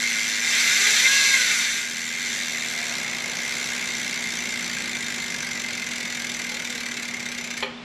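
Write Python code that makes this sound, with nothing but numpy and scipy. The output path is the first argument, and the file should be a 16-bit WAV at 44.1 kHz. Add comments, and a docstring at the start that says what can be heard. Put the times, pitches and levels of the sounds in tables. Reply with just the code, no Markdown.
"""Bicycle freehub spinning down

A rear wheel spins on a stand in a small workshop; two sets of three pawls drop in turn over the teeth.
A back-pedal whips the buzz up to a whine, then drag and friction slow it to a rattle until the pawls
catch with a clunk. Behind it sit a low rumble, a soft rush, an appliance's hum and faint gliding tones."""
import sys
import numpy as np
from scipy import signal
from scipy.fft import rfft, irfft, next_fast_len
from scipy.io import wavfile
from scipy.ndimage import uniform_filter1d

SR = 44100
rng = np.random.default_rng(int(sys.argv[2]) if len(sys.argv) > 2 else 0)


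def inscribe(sig):
    """Save sig as 16-bit PCM at rate SR to the path in sys.argv[1].

    A 1-D sig is mono; a 2-D sig holds one channel per row.
    Samples are clipped to [-1, 1] before scaling.
    """
    pcm = np.round(np.clip(np.atleast_2d(sig).T, -1, 1) * 32767)
    wavfile.write(sys.argv[1], SR, pcm.astype(np.int16))


N = 345739
TIME = np.arange(N) / SR


def from_db(db):
    """Decibels to gain."""
    return 10 ** (np.asarray(db) / 20)


def rms_one(x):
    """Scale to unit rms."""
    return x / np.sqrt(np.mean(x ** 2) + 1e-20)


def automation(points):
    """A lane of (time, value) breakpoints, read at every sample."""
    return np.interp(TIME, *np.transpose(points))


def eq_gain(curve, hz):
    """Gain of an EQ curve of (Hz, dB) points, drawn on a log-frequency axis."""
    f, db = np.transpose(curve)
    return from_db(np.interp(np.log(hz + 1), np.log(f), db))


def colour(x, gain_at):
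    """Filter by a gain given as a function of frequency."""
    size = next_fast_len(len(x))
    return irfft(rfft(x, size) * gain_at(np.fft.rfftfreq(size, 1 / SR)), size)[:len(x)]


def crossover(x, hz, kind):
    """The low or the high half of a 24 dB per octave crossover."""
    sos = signal.butter(2, hz, kind, fs=SR, output="sos")
    return signal.sosfilt(sos, signal.sosfilt(sos, x))


def noise(curve):
    """Unit-rms noise shaped by an EQ curve."""
    return rms_one(colour(rng.standard_normal(N), lambda hz: eq_gain(curve, hz)))


def convolve(x, response):
    """Pass a sound through an impulse response."""
    return signal.oaconvolve(x, response)[:N]


def clicks(times, heights):
    """Single impulses at the given times."""
    samples = np.round(times * SR).astype(int)
    return np.bincount(np.clip(samples, 0, N - 1), heights, N)


def body(modes, attack_eq, size=8192):
    """Unit-energy response of a struck part: resonances standing on a broadband attack."""
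    hz = np.fft.rfftfreq(size, 1 / SR)
    power = eq_gain(attack_eq, hz) ** 2
    for centre, width, db in modes:
        skirts = np.minimum(hz / centre, centre / (hz + 1)) ** .5
        power += from_db(db) ** 2 / (1 + (2 * (hz - centre) / width) ** 2) * skirts
    cepstrum = irfft(np.log(power) / 2)
    response = irfft(np.exp(rfft(2 * cepstrum[:size // 2], size)))   # minimum phase: no pre-ring
    return response / np.linalg.norm(response)


def chatter(snaps, t60):
    """A brief sizzle of metal on metal, different for every snap."""
    t = TIME[:SR // 5]
    power_decay = from_db(-60 * t / t60) ** 2 * (t > 0)
    power = convolve(snaps ** 2, power_decay / power_decay.sum())
    return rng.standard_normal(N) * np.sqrt(np.abs(power))


def smear(x, round_trips, feedback):
    """A blow runs to and fro in the metal: allpass loops spread it without changing its colour."""
    for seconds in round_trips:
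        loop = np.r_[1, np.zeros(int(seconds * SR)), feedback]
        x = signal.lfilter(loop[::-1], loop, x)
    return x


def tail(t60, delay):
    """Unit-energy reverb tail: dense echoes dying away after a pre-delay."""
    t = TIME[:int((t60 + delay) * SR) + 2]
    echoes = rng.standard_normal(SR)[:len(t)] * from_db(-60 * t / t60) * (t >= delay)
    return echoes / np.linalg.norm(echoes)


def shimmer(x, t60, delay, turn_hz=3.7, paths=4):
    """Echo paths fade in and out as spokes and cogs turn."""
    out = np.zeros(N)
    for k in range(paths):
        angle = 2 * np.pi * turn_hz * (1 + k // 2) * TIME + k * np.pi / 2
        out += np.cos(angle) * convolve(x, tail(t60, delay))
    return out * np.sqrt(2 / paths)


def workshop(x, low_db, treble_db, low_t60=.38, treble_t60=.27, split_hz=3200):
    """Dry sound plus room reverb; clutter soaks up the treble, which stays drier and dies first."""
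    low = signal.sosfilt(signal.butter(2, split_hz, fs=SR, output="sos"), x)
    treble = signal.sosfilt(signal.butter(2, split_hz, "high", fs=SR, output="sos"), x)
    low_tail = from_db(low_db) * convolve(low, tail(low_t60, delay=.00332))
    return x + low_tail + from_db(treble_db) * shimmer(treble, treble_t60, delay=.00323)


# rumble and rush EQ: f/Hz, level/dB
RUMBLE_EQ = [(12, -55), (28, -20), (45, -9), (80, -6.5), (125, -3.5), (170, 2.5), (220, 5), (270, -2.5),
             (400, -1.5), (800, -100)]
RUSH_EQ = [(30, -40), (150, -4), (300, -8), (500, -1), (800, -2), (1400, -3.5), (2500, -1.5), (5000, -11.5),
           (9000, -29.5), (15000, -67)]
# their faders: t/s, level/dB
RUMBLE_FADER = [(0, -50), (1.8, -50), (4.7, -44), (7.84, -48)]
RUSH_FADER = [(0, -42), (.6, -39), (1.2, -38.5), (1.9, -44), (3.1, -36.5), (4.3, -39.5), (6.4, -40),
              (7.84, -41.5)]


def room_tone():
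    """A bed of low rumble and soft rush, each drifting in level."""
    rumble = from_db(automation(RUMBLE_FADER)) * noise(RUMBLE_EQ)
    rush = from_db(automation(RUSH_FADER)) * noise(RUSH_EQ)
    return rumble + rush


# hum partials, relative to the fader: f/Hz, level/dB
HUM_PARTIALS = [(239.9, -3), (413, -19)]
# hum fader: t/s, level/dB
HUM_FADER = [(0, -40), (1.4, -47.5), (2.6, -42), (3.6, -43), (4.3, -40.5), (6, -40.5), (7.84, -39.5)]


def appliance_hum():
    """An appliance hums on two steady pitches, wavering in level."""
    hum = sum(from_db(db) * np.sin(2 * np.pi * (hz * TIME + rng.random())) for hz, db in HUM_PARTIALS)
    return from_db(automation(HUM_FADER)) * np.sqrt(2) * hum


# gliding tones: start t/s, end t/s, first f/Hz, last f/Hz, level/dB before flutter
GLIDES = [(2.7, 3.02, 700, 681, -47), (6.428, 6.637, 468, 550, -49), (6.446, 6.59, 817, 862, -48.5),
          (6.684, 6.82, 509, 448, -51)]


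def glides(flutter_depth=.68):
    """Faint, fluttering tones rise and fall under the rattle."""
    tones = np.zeros(N)
    for start, end, first_hz, last_hz, db in GLIDES:
        along = np.interp(TIME, [start, end], [0, 1])
        phase = 2 * np.pi * np.cumsum(first_hz + (last_hz - first_hz) * along) / SR
        tones += from_db(db) * np.sqrt(np.abs(np.sin(np.pi * along))) * np.sin(phase)
    flutter = rms_one(uniform_filter1d(uniform_filter1d(rng.standard_normal(N), 900), 700))
    return tones * (1 + flutter_depth * flutter)


# ping cues: t/s, level/dB
PINGS = [(7.708, -38), (7.748, -38), (7.777, -35), (7.783, -43)]


def pings(ring_hz=3560, t60=.045):
    """Loose metal pings lightly as the wheel settles."""
    times, db = np.transpose(PINGS)
    t = TIME[:SR // 4]
    ring = np.sin(2 * np.pi * ring_hz * t) * from_db(-60 * t / t60)
    return convolve(clicks(times, from_db(db)), ring)


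# the pawls' bite and the drivetrain's rebounds: t/s, relative level/dB
CATCH_HITS = [(7.6255, 0), (7.6275, -1), (7.6312, 0), (7.6352, -3), (7.645, -9), (7.658, -13)]
# frame and drivetrain resonances: f/Hz, width/Hz, level/dB
FRAME_MODES = [(167, 14, 1), (410, 26, 6), (520, 34, 1), (600, 60, -3), (850, 56, 4), (1094, 90, 1),
               (1245, 80, 2), (1815, 80, 5), (1910, 80, 4), (2200, 110, 4), (2375, 80, 6.5), (2640, 80, 1),
               (3030, 110, 4), (3290, 130, 5), (4200, 170, 2)]
# the thud beneath them: f/Hz, level/dB
THUD_EQ = [(100, -15), (350, -21.5), (1000, -29), (3000, -14), (4300, -16), (5000, -28), (6000, -36),
           (12000, -57)]
# round trips through the hub shell: t/s
SHELL_TRIPS = [.00009, .00019, .00034]


def catch_clunk(level_db=-2, rattle_db=-4):
    """The pawls bite and the chain jerks the frame."""
    times, db = np.transpose(CATCH_HITS)
    hits = clicks(times, from_db(db + level_db))
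    jolt = smear(hits, SHELL_TRIPS, feedback=.62) + from_db(rattle_db) * chatter(hits, t60=.038)
    return workshop(convolve(jolt, body(FRAME_MODES, THUD_EQ)), low_db=-2.5, treble_db=-37.5)


def wheel_speed(start_speed=.9049, drag_s=18.817, friction_turns_per_s2=.057755, surge=.0104):
    """Turns per second: air drag and friction slow the wheel, its heavy spot surges once a turn."""
    brake = friction_turns_per_s2 * drag_s
    speed = (start_speed + brake) * np.exp(-TIME / drag_s) - brake
    turns = np.cumsum(speed) / SR
    return speed + surge * np.cos(2 * np.pi * (turns - .05))


TEETH, PAWL_SETS, STOP_S = 60, 2, 7.615
# the back-pedal spins the cassette against the wheel: t/s, speed/(turns/s)
BACK_PEDAL = [(.41, 0), (.6, 1.76), (.7, 2.19), (.86, 2.7), (.94, 2.9), (1, 3.36), (1.1, 3.77), (1.2, 3.82),
              (1.32, 3.73), (1.43, 3.28), (1.52, 2.75), (1.88, 0)]
# the loose cranks swing back, then forward: start t/s, fastest t/s, end t/s, peak speed/(turns/s)
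CRANK_SWINGS = [(2.13, 2.35, 2.45, .165), (2.83, 3.27, 3.43, -.135)]


def drop_rate():
    """Pawl-set drops per second, from the speed of the wheel against the cassette."""
    cassette = automation(BACK_PEDAL)
    for start, fastest, end, speed in CRANK_SWINGS:
        cassette += speed * np.sin(np.pi / 2 * np.interp(TIME, [start, fastest, end], [0, 1, 0]))
    return PAWL_SETS * TEETH * (wheel_speed() + cassette)


# the six pawls: place/teeth, ring level/dB, tick level/dB
PAWLS = [(.005, 0, 0), (.02, 3, 4.5), (.036, 2, 2.5), (.488, 1.5, 1), (.535, -2, 2), (.598, 6, 4.5)]
# the slow wheel drags behind and pushes ahead of its even pace: t/s, lag/teeth
TOOTH_LAG = [(3.1, 0), (3.5, .14), (3.78, 0), (4, 0), (4.7, .022), (5.2, .012), (5.65, -.018), (6.1, .016),
             (6.65, .018), (7.3, -.024), (7.6, -.026)]


def pawl_snaps(rate, bunch_hz=350, limp_hz=32, slop_s=.00004, rasp_s=.00006):
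    """Every pawl snaps down once a tooth, with its own share of low ring and bright tick."""
    teeth = np.cumsum(rate) / SR / PAWL_SETS
    teeth += (.145 - np.interp(STOP_S, TIME, teeth)) % 1   # stop just after the first set drops
    teeth -= automation(TOOTH_LAG)
    tooth = np.arange(1000)
    speed = np.interp(tooth, teeth, rate)
    spread = 1 / (1 + (speed / bunch_hz) ** 2)   # at speed a set's pawls land closer together
    rasp = rasp_s * (-1) ** tooth * (1 - spread)   # and every other tooth lands late
    rings, ticks = np.zeros((2, N))
    for place, ring_db, tick_db in PAWLS:
        jitter, slop, ring_luck, tick_luck = rng.standard_normal((len(tooth), 4)).T
        set_place = 0 if place < .4 else .5
        times = np.interp(tooth + set_place + spread * (place - set_place + .006 * jitter), teeth, TIME)
        limp_db = -5 * (set_place == 0) * (limp_hz / speed) ** 4   # the first set softens when slow
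        heights = from_db(limp_db) * (times > 0) * (times < STOP_S) / np.sqrt(speed)
        times += slop_s * slop + rasp
        rings += clicks(times, heights * from_db(ring_db + .3 * ring_luck))
        ticks += clicks(times, heights * from_db(tick_db + .84 * tick_luck))
    return rings, ticks


# hub shell, cassette and spoke resonances: f/Hz, width/Hz, level/dB
HUB_MODES = [(1490, 56, -11), (1585, 55, -11.5), (1642, 50, -8), (1735, 50, -11.5), (1805, 45, -10),
             (1980, 42, -3.5), (2080, 56, -4), (2132, 44, 1.5), (2190, 44, -5.5), (2341, 50, -4.5),
             (2478, 25, -11.5), (2577, 74, -13.2), (2821, 217, -15.5), (3220, 70, -12), (3456, 60, -10.5),
             (3580, 42, -6), (3656, 44, -7), (3865, 22, -10.5), (4092, 50, -9.9), (4369, 200, -18),
             (4780, 49, -13.5), (5270, 52, -14), (5627, 48, -12.9), (6060, 170, -10.5), (7110, 100, -11.5),
             (7285, 80, -14.7), (7514, 232, -20.8), (8067, 191, -19.3), (9933, 299, -26.5),
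             (11297, 182, -28.0)]
# a pawl's bare tick: f/Hz, level/dB
TICK_EQ = [(150, -58), (420, -42), (700, -27), (1000, -48), (1400, -58), (2500, -18), (4200, -17.5),
           (5200, -19.5), (6500, -20), (7500, -25.5), (8700, -33.5), (10500, -32), (12000, -37),
           (15000, -43)]
# round trips of a blow through the metal: t/s
METAL_TRIPS = [.00023, .00047, .00083, .0011]


def ratchet(rate, chatter_below_hz=430, frame_db=-27, split_hz=3000):
    """The pawls land, chatter and ring the hub; the frame adds a faint low end."""
    rings, ticks = pawl_snaps(rate)
    frame = crossover(convolve(rings, body(FRAME_MODES, THUD_EQ)), 1150, "low")
    loose = 1 / np.hypot(1, rate / chatter_below_hz)   # fast teeth leave no time to chatter
    rings = smear(rings, METAL_TRIPS, feedback=.51) + loose * chatter(rings, t60=.03)
    rings = crossover(rings, 860, "high")   # the small hub radiates little bass
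    ticks = smear(ticks, SHELL_TRIPS, feedback=.64) + from_db(1) * loose * chatter(ticks, t60=.022)
    strikes = crossover(rings, split_hz, "low") + crossover(ticks, split_hz, "high")
    return convolve(strikes, body(HUB_MODES, TICK_EQ)) + from_db(frame_db) * frame


# singing bands: f/Hz, half width/Hz, resting level/dB, swell/dB, drop rate/Hz at half effect
WHINE_BANDS = [(2118, 420, -4, 6.5, 350), (3560, 200, 1.5, -0.5, 110), (4090, 140, 8, 1, 530),
               (5930, 92, 8, 4, 520)]


def hub_whine(buzz, rate, swell_width_hz=47):
    """At speed the hub's strongest rings swell as overtones of the buzz glide through them."""
    out = buzz.copy()
    for ring_hz, band_hz, rest_db, swell_db, onset_hz in WHINE_BANDS:
        detune_hz = ring_hz - rate * np.round(ring_hz / rate)
        db = rest_db + swell_db / (1 + (2 * detune_hz / swell_width_hz) ** 2)
        depth = 1 / (1 + (onset_hz / rate) ** 8)
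        band = colour(buzz, lambda hz: 1 / (1 + ((hz - ring_hz) / band_hz) ** 4))
        out += band * (from_db(db * depth) - 1)
    return out


# buzz trim, fuller before the back-pedal and sagging as it ends: t/s, level/dB
BUZZ_TRIM = [(0, 2.5), (.6, -0.2), (1.35, -1.75), (1.72, -4), (1.95, -3), (2.3, -1.5), (4.5, .5),
             (7.6, 0.5)]
# treble shelf: t/s, level/dB
TREBLE_TRIM = [(0, -1), (.8, 1.1), (1.2, 1.3), (2, 0.74), (3.8, 0.44), (4.8, -1.2), (6.4, 0.4), (7.5, -1)]


def freehub(base_db=-28.5, base_rate_hz=64, db_per_octave=4, wheel_db=-9, shelf_hz=2800):
    """The ratchet with its echoes in the wheel and the room, growing louder with speed."""
    rate = drop_rate()
    hub = ratchet(rate)
    close = hub + from_db(wheel_db) * shimmer(hub, t60=.051, delay=.0022, turn_hz=9)
    buzz = workshop(close, low_db=-.5, treble_db=-4)
    power = uniform_filter1d(uniform_filter1d(buzz ** 2, 4000), 3000)
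    power = np.interp(np.minimum(TIME, STOP_S - .035), TIME, power)   # held so the last tail dies freely
    buzz /= np.sqrt(power + 1e-20)   # levelled ahead of the fader
    treble = colour(buzz, lambda hz: 1 - 1 / (1 + (hz / shelf_hz) ** 4))
    buzz += (from_db(automation(TREBLE_TRIM)) - 1) * treble
    fader_db = base_db + db_per_octave * np.log2(rate / base_rate_hz) + automation(BUZZ_TRIM)
    return from_db(fader_db) * hub_whine(buzz, rate)


# stereo width, side against centre: f/Hz, level/dB
SIDE_EQ = [(30, -15), (125, -48), (500, -35.5), (1000, -43), (3000, -100), (5000, -56), (9000, -59),
           (11000, -20), (12000, 0), (15000, 3.5)]


def scene():
    """The mix sits in the centre; only the highest treble opens wide."""
    mono = freehub() + catch_clunk() + pings() + appliance_hum() + room_tone() + glides()
    diffuse = shimmer(mono, t60=.03, delay=0, paths=2)
    side = colour(diffuse, lambda hz: eq_gain(SIDE_EQ, hz))
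    return np.array([mono + side, mono - side])


def record(dry, notch_hz=9040, notch_q=28, cutoff_hz=15400):
    """The microphone's narrow treble notch, then a steep high cut."""
    notched = signal.lfilter(*signal.iirnotch(notch_hz, notch_q, fs=SR), dry)
    return signal.sosfilt(signal.ellip(10, .2, 80, cutoff_hz, fs=SR, output="sos"), notched)


dry = scene()
out = record(dry)
inscribe(out)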